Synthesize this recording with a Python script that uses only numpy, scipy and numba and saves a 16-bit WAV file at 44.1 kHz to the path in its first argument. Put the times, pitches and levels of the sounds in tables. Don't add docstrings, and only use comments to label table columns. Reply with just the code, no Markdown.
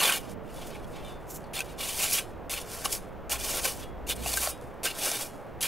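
import sys
import numpy as np
from scipy import signal
from scipy.fft import rfft, irfft
from scipy.io import wavfile
from scipy.ndimage import uniform_filter1d
from numba import njit

SR = 44100
rng = np.random.default_rng(int(sys.argv[2]) if len(sys.argv) > 2 else 0)


def to_wav(s):
    ch = np.atleast_2d(s).T
    pcm = np.round(np.clip(ch, -1, 1) * 32767)
    wavfile.write(sys.argv[1], SR, pcm.astype(np.int16))


N = 250047

# time in s, relative level in dB, click pitch in Hz, # relative thud level above that in
# dB, thud pitch in Hz.
HITS = [(0.054, -4, 3460, -21, 900), (0.092, -7.5, 2750, -6, 1520), (0.096, -6, 2490, -15.5, 1480),
        (0.1219, -4.5, 3060, -13, 1120), (0.7044, -33, 2540, -9, 622),
        (0.7544, -28.5, 2190, -1, 845), (0.843, -33.5, 3330, -7, 703), (1.047, -30, 3550, -14, 760),
        (1.4401, -35, 4540, 5, 910), (1.5378, -22, 2520, -18, 622), (1.59, -10, 2450, -11, 756),
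        (1.6039, -8.5, 2590, -13, 1540), (2.0083, -13, 2520, -6, 720), (2.121, -11, 2520, -34, 600),
        (2.4964, -23, 2700, -10, 746), (2.5368, -11, 2560, -18, 727), (2.615, -22, 9000, -21, 624),
        (2.8561, -10, 2900, 0.5, 1180), (2.9266, -8, 7970, -26, 705), (2.9498, -12, 5700, -19, 689),
        (3.295, -17, 7000, -16, 816), (3.3163, -14, 2820, -28, 1610), (3.3368, -18, 3570, -4, 1080),
        (3.504, -18, 2850, -24, 600), (3.6523, -11.5, 2420, -6, 1493), (4.0688, -24, 2750, -20, 810),
        (4.0979, -12.5, 3800, -32, 1360), (4.2592, -15.5, 2600, 1, 690),
        (4.338, -7, 4320, -3.5, 665), (4.3714, -6.5, 6900, -6.5, 1580),
        (4.4722, -9.5, 4760, 0.5, 600), (4.8355, -27, 9000, -21, 608),
        (4.8534, -8.5, 3600, -10, 1550), (4.873, -12.5, 2660, -14, 1500),
        (5.1144, -7.5, 6160, -10, 710), (5.6126, -17, 2820, -18, 1350),
        (5.6246, -9, 9200, -25, 1410), (5.6411, -21.5, 2640, -2, 1110)]
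# frequency in Hz, relative density in dB per Hz.
SAND_SPECTRUM = [(300, -64), (1200, -25.5), (2200, -6), (4000, -4.5), (6000, -3), (8000, -2), (9800, 0),
                 (11500, -3), (13500, -8.5), (16000, -20)]
# start in s, first-touch crackle in dB, time to full bite in s,
# full-bite crackle in dB, length in s, mid-stab blade above crackle in dB, low modes above blade in dB,
# crunch above crackle in dB; all levels relative.
EDGE_STABS = [(1.531, -45.5, 0.025, -34.5, .1, 4, -8, -15),
              (2.494, -34.5, 0.027, -31.5, 0.11, -1.5, -3, -15.5),
              (3.293, -36.5, .026, -29, 0.089, -2, -1, -14), (4.064, -49, 0.034, -28, 0.081, -4, -5.5, -13),
              (4.83, -38, 0.026, -30.5, 0.1, 0, -4, -11), (5.605, -37.5, 0.026, -26.5, 0.073, -3, -5, -26)]
# time the edge leaves the soil in s, coarse grit above crackle in dB,
# low modes above blade in dB, crunch above crackle in dB; all levels relative.
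DRAG_TONES = [(1.03, -20, -2, -10), (2.22, -0.5, -6, -18.5), (2.99, 2, 1.5, -11.5), (3.85, 1.5, -1.5, -8.5),
              (4.511, -2, -2, -19), (5.28, 1, -1, -10)]


def undb(db):
    return 10 ** (np.asarray(db) / 20)


def unit(x):
    return x / np.sqrt(np.mean(x ** 2))


def curves(rows):
    s, *columns = np.transpose(rows)
    return [np.interp(np.arange(N) / SR, s, c) for c in columns]


def colour(x, points):
    size = 4096
    hz, db = np.transpose(points)
    bin_hz = np.arange(size // 2 + 1) * SR / size
    log_gain = np.interp(np.log(bin_hz + 1), np.log(hz), db) * np.log(10) / 20
    cep = irfft(log_gain)
    cep[1:size // 2] *= 2
    cep[size // 2 + 1:] = 0
    return signal.fftconvolve(x, irfft(np.exp(rfft(cep))))[:N]


def band(x, hz, kind, order=1):
    return signal.sosfilt(signal.butter(order, hz, kind, fs=SR, output="sos"), x)


def walk(rate_hz):
    k = int(SR / rate_hz)
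    held = np.repeat(rng.standard_normal(N // k + 1), k)
    return 0.97 * uniform_filter1d(uniform_filter1d(held, k), k)[:N]


def grains(per_s, spread_db):
    hit = rng.random(N) < per_s / SR
    sign = rng.standard_normal(N)
    size = np.minimum(rng.exponential(size=N), 3)
    return unit(hit * sign * undb(spread_db * size))


def roar():
    # frequency in Hz, relative density in dB per Hz.
    alike = [(20, -0.5), (60, -8.5), (120, -7), (250, -11), (500, -4), (800, -7.5), (1500, -16.5),
             (2700, -27), (4500, -40), (9000, -48.5), (16000, -41)]
    unlike = [(20, 3), (60, -7.5), (120, -25), (250, -17), (500, -11.5), (800, -15.5), (1500, -28.5),
              (2700, -55), (16000, -91.5)]
    mid = unit(colour(rng.standard_normal(N), alike)) * undb(-44.5 + 0.33 * walk(0.94))
    side = unit(colour(rng.standard_normal(N), unlike)) * undb(-51.5 + 0.97 * walk(3.64))
    return np.array([mid + side, mid - side])


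def drone():
    # time in s, level in dB.
    level = [(0.0, -80.5), (0.16, -59.5), (4.28, -46.5), (4.72, -55), (4.79, -66), (5.51, -74), (5.54, -46),
             (5.67, -71)]
    centre_hz, width_hz = 61.2, 4
    edges_hz = [centre_hz - width_hz / 2, centre_hz + width_hz / 2]
    mid, side = band(rng.standard_normal((2, N)), edges_hz, "band")
    stereo = mid + undb(-15.5) * side * np.array([[1], [-1]])
    return undb(curves(level)[0]) * unit(stereo)


def breeze():
    # time in s, rumble in dB, flutter in dB, flutter left minus right in dB.
    strength = [(0.0, -71, -44.5, 5), (0.17, -53, -46.5, -12), (0.66, -47.5, -47.5, -16.5),
                (0.88, -49.5, -46.5, -8), (2.65, -52.5, -49.5, -7), (2.75, -63, -56, -16),
                (2.91, -44.5, -48, 1), (3.16, -52, -50, -10.5), (4.09, -42.5, -43.5, -2),
                (4.22, -57, -44, -9), (4.44, -78, -54.5, -17), (5.67, -74, -50, -3.5)]
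    # frequency in Hz, relative density in dB per Hz.
    rumble_spectrum = [(10, 0), (25, 0.5), (45, 6.5), (90, -21.5), (200, -17), (2000, -78)]
    flutter_spectrum = [(40, -28), (100, -2.5), (160, -2.5), (300, -5), (600, -10), (2000, -67.5)]

    def buffet(spectrum):
        return unit(colour(rng.standard_normal(N), spectrum)) * undb(1.7 * walk(6))

    rumble_db, flutter_db, pan_db = curves(strength)
    rumble = np.array([buffet(rumble_spectrum) for _ in range(2)])
    flutter = np.array([buffet(flutter_spectrum) for _ in range(2)])
    return undb(rumble_db) * rumble + flutter * undb(flutter_db + np.array([pan_db, -pan_db]) / 2)


def landing():
    # time in s, level in dB.
    level = [(1.27, -67), (1.306, -40.5), (1.338, -47), (1.364, -42), (1.394, -61), (1.43, -69)]
    # frequency in Hz, relative density in dB per Hz.
    spectrum = [(1470, -45), (2500, -12), (3080, -12), (4650, -13), (5560, -5), (7590, -2), (9290, -9),
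                (10300, -3), (14900, -4), (16000, -12.5)]
    db, = curves(level)
    falling = (db > db[0]) * (db > db[-1])
    return undb(db) * falling * unit(colour(grains(9900, spread_db=2.0), spectrum))


def movements():
    # time in s, sand crackle in dB, blade above crackle in dB; levels relative.
    drags = [
        [(0.0, -28, 1.5), (0.092, -28.5, 0.5), (0.18, -35.5, -0.5), (0.21, -55, 1)],
        [(1.77, -66, 2), (1.788, -44.5, 1), (1.816, -36, -0.5), (1.966, -37, -4.5), (2.04, -28.5, -4.5),
         (2.078, -34, -4), (2.102, -32, -4), (2.138, -26.5, -8), (2.188, -33.5, 0.5), (2.26, -63, -2.5)],
        [(2.6, -45, -6), (2.62, -44, -9), (2.636, -55.5, -2.5), (2.708, -42.5, -6), (2.836, -46, -5),
         (2.854, -27.5, -6.5), (2.876, -46, -0.5), (2.916, -40, -8), (2.926, -30, -18), (3.03, -62, -4)],
        [(3.38, -47, 0), (3.4, -40.5, -3.5), (3.436, -37.5, -6.5), (3.568, -32.5, -5.5), (3.598, -34.5, 0.5),
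         (3.61, -41.5, -8), (3.658, -31, -2.5), (3.752, -45.5, -9.5), (3.838, -53, 3), (3.87, -69, 1)],
        [(4.145, -59, -3), (4.163, -46.5, -9), (4.177, -53, 1.5), (4.269, -34.5, -5.5), (4.377, -30, -10.5),
         (4.389, -33, -7), (4.429, -28.5, -7), (4.505, -36.5, -9.5), (4.521, -49.5, -3), (4.56, -72, -1)],
        [(4.925, -48, -1), (4.939, -50, 1), (4.979, -36, -5), (5.063, -31, -6.5), (5.067, -34.5, -5),
         (5.145, -33.5, -3), (5.185, -38, -7), (5.211, -33.5, -5), (5.267, -45.5, -12), (5.31, -55, -4)],
    ]
    handling = [
        [(0.21, -56, -2), (0.266, -59, 4), (0.316, -53, -3), (0.338, -62, -4), (0.352, -91, -1), (0.36, -85, 6)],
        [(0.42, -87, 8), (0.432, -75, -6), (0.514, -61, 5.5), (0.542, -56.5, -4), (0.632, -53, 5),
         (0.682, -51.5, -5), (0.722, -61, 8.5), (0.852, -64, 3), (0.86, -71, 0)],
        [(0.86, -70, -4), (0.864, -62, -19), (0.956, -59, 11), (1.032, -65.5, 6), (1.052, -48.5, 1),
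         (1.068, -57.5, 16), (1.106, -54, 7), (1.182, -69, 9), (1.28, -63, -4)],
        [(1.62, -54, -2), (1.634, -57, -3), (1.692, -58, 3), (1.722, -53, -2), (1.758, -74, 9), (1.77, -62, 4)],
    ]
    # peak time in s, relative crackle in dB, fall in dB per s.
    trickles = [(1.43, -62.5, 150), (2.3, -58.5, 198), (3.05, -59, 188), (3.86, -59.5, 230),
                (4.63, -55.5, 114), (5.33, -56, 95)]
    touch_s, sink_db, end_share, end_db = 0.0024, -11.5, 0.86, -30
    ring_rise_db = 9
    slight_db = 1.5, -3, 1.5
    rise_s, fall_s, trickle_blade_db = 0.15, 0.33, -4

    for s, touch_db, bite_s, bite_db, length_s, blade_db, low_db, crunch_db in EDGE_STABS:
        times = np.array([0, touch_s, bite_s, end_share * length_s, length_s])
        db = [touch_db - 33, touch_db, bite_db, bite_db + sink_db, bite_db + end_db]
        rising_blade_db = blade_db + ring_rise_db * (times / length_s - .5)
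        yield np.transpose([s + times, db, rising_blade_db]), -1, low_db, crunch_db
    for rows, (_, *tone_db) in zip(drags, DRAG_TONES):
        yield rows, *tone_db
    for rows in handling:
        yield rows, *slight_db
    for s, db, fall_db_per_s in trickles:
        rows = [(s - rise_s, db - 16, trickle_blade_db),
                (s, db, trickle_blade_db),
                (s + fall_s, db - fall_db_per_s * fall_s, trickle_blade_db)]
        yield rows, *slight_db


def forces():
    power = np.full((5, N), 1e-12)
    for rows, coarse_db, low_db, crunch_db in movements():
        s, db, blade_db = np.transpose(rows)
        span = np.arange(int(s[0] * SR), min(int(s[-1] * SR), N))
        db, blade_db = (np.interp(span / SR, s, c) for c in (db, blade_db))
        levels = [db, db + coarse_db, db + blade_db, db + blade_db + low_db, db + crunch_db]
        power[:, span] += undb(levels) ** 2
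    db = 10 * np.log10(power)
    return db[0], *(db[1:] - db[0])


def touch():
    lift_off_s = .03
    t = np.arange(N) / SR
    starts = [-1] + [row[0] for row in EDGE_STABS]
    ends = [row[0] for row in DRAG_TONES] + [N / SR + 1]
    return sum((t >= a) * np.clip((b - t) / lift_off_s + .5, 0, 1) for a, b in zip(starts, ends))


@njit
def resonate(x, poles, gains, keep):
    y = np.zeros(len(x))
    for k in range(len(poles)):
        z = 0j
        for i in range(len(x)):
            z = z * poles[k] * keep[i] + gains[k, i >> 8] * x[i] + 1e-18
            y[i] += z.imag
    return y


def ring(x, modes, keep, low_hz, shift_db, hold=6):
    hz, db, t60_s = np.transpose(modes)
    share = rng.standard_normal((len(hz), N // 256 + 1))
    share = uniform_filter1d(share, int(hold)) * np.sqrt(int(hold))
    decay = np.log(1000) / (np.maximum(t60_s, .02) * SR)
    poles = np.exp(2j * np.pi * hz / SR - decay)
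    y = resonate(x, poles, undb(db[:, None] + shift_db * share), keep)
    return band(y, low_hz, "high", order=4)


def high_modes(count):
    low_hz, high_hz, t60_s = 4500, 15800, .15
    hz = np.linspace(low_hz, high_hz, count) * (1 + 0.0041 * rng.standard_normal(count))
    sand_hz, sand_db = np.transpose(SAND_SPECTRUM)
    db = np.interp(np.log(hz), np.log(sand_hz), sand_db)
    return np.transpose([hz, db, np.full(count, t60_s)])


def knocks(db, crumble_s, hz, pitched):
    t = np.arange(2000) / SR
    out = np.zeros(N + len(t))
    noises = rng.standard_normal((len(HITS), len(t)))
    envelope = np.exp(-t / crumble_s) * np.minimum(t / 0.0013, 1)
    for (s, *_), level_db, f, noise in zip(HITS, db, hz, noises):
        burst = noise + pitched * np.sin(2 * np.pi * f * t)
        out[int(s * SR):][:len(t)] += undb(level_db) * burst * envelope
    return out[:N]


def shovel():
    # frequency in Hz, relative level in dB, free t60 in s.
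    low_modes = [(842, 1, 0.048), (1111, 0, 0.091), (1368, 3.5, 0.022), (1552, -1.5, 0.13),
                 (1780, -1.5, 0.029)]
    blade_modes = [(2344, -2, .2), (2444, -1, .25), (2632, -1, .15), (2833, -1, .15), (2955, -2, .15),
                   (3122, -2, .2), (3321, -4, .7), (3483, -3, .5), (3595, -4.5, .6), (3811, -5, .3),
                   (4020, -8, .15), (4226, -8, .5), (4320, -9, .3), (4608, -9, .15), (4834, -12, .3),
                   (5028, -9, .3), (5292, -13, .25), (6055, -11, .15), (6700, -10, .2)]
    # frequency in Hz, relative density in dB per Hz.
    crunch_spectrum = [(150, -21.5), (300, -4.5), (450, -1.5), (700, -0.5), (1000, -20), (3000, -33)]
    soil_t60_s = .034
    coarse_hz = (4200, 6500)

    sand_db, coarse_db, blade_db, low_db, crunch_db = forces()
    loss = np.clip(touch(), .02, 1) * np.log(1000) / (soil_t60_s * SR)
    keep = np.exp(-loss)
    judder = undb(sand_db + 2.1 * walk(70) + 1.2 * walk(200))
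    rub = np.sqrt(loss) * judder
    _, peak_db, click_hz, thud_db, thud_hz = np.transpose(HITS)

    sand = undb(-6) * judder * unit(colour(grains(7000, spread_db=2.8), SAND_SPECTRUM))
    ticks = undb(0.74 * sand_db - 27) * unit(colour(grains(90, spread_db=4.0), SAND_SPECTRUM))
    high_force = undb(-14.0) * rub * grains(9000, spread_db=1.0)
    grit = sand + ticks + ring(high_force, high_modes(count=100), keep, 4840, shift_db=4.0)
    grit = band(grit, coarse_hz, "bandstop") + undb(coarse_db) * band(grit, coarse_hz, "bandpass")

    clicks = colour(knocks(peak_db - 11, 0.0031, click_hz, pitched=1.0), SAND_SPECTRUM)
    crunch = undb(crunch_db) * judder * unit(colour(grains(4000, spread_db=5.0), crunch_spectrum))

    blows = knocks(peak_db - 49, 0.0029, click_hz, pitched=0.86)
    blade_force = undb(-3.5) * rub * undb(blade_db) * grains(8000, spread_db=2.0) + blows
    blade = ring(blade_force, blade_modes, keep, 2240, shift_db=3.5)

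    thuds = knocks(peak_db + thud_db - 50.5, 0.0062, thud_hz, pitched=1.46)
    low_force = undb(-4.0) * rub * undb(low_db) * grains(6000, spread_db=2.5) + thuds
    low = ring(low_force, low_modes, keep ** 0.92, 680, shift_db=3.0)
    return grit + clicks + crunch + blade + low


def scene():
    return roar() + drone() + breeze() + landing() + shovel()


def record(dry):
    top_hz = 15720
    return signal.sosfilt(signal.ellip(14, .3, 75, top_hz, fs=SR, output="sos"), dry)


dry = scene()
out = record(dry)
to_wav(out)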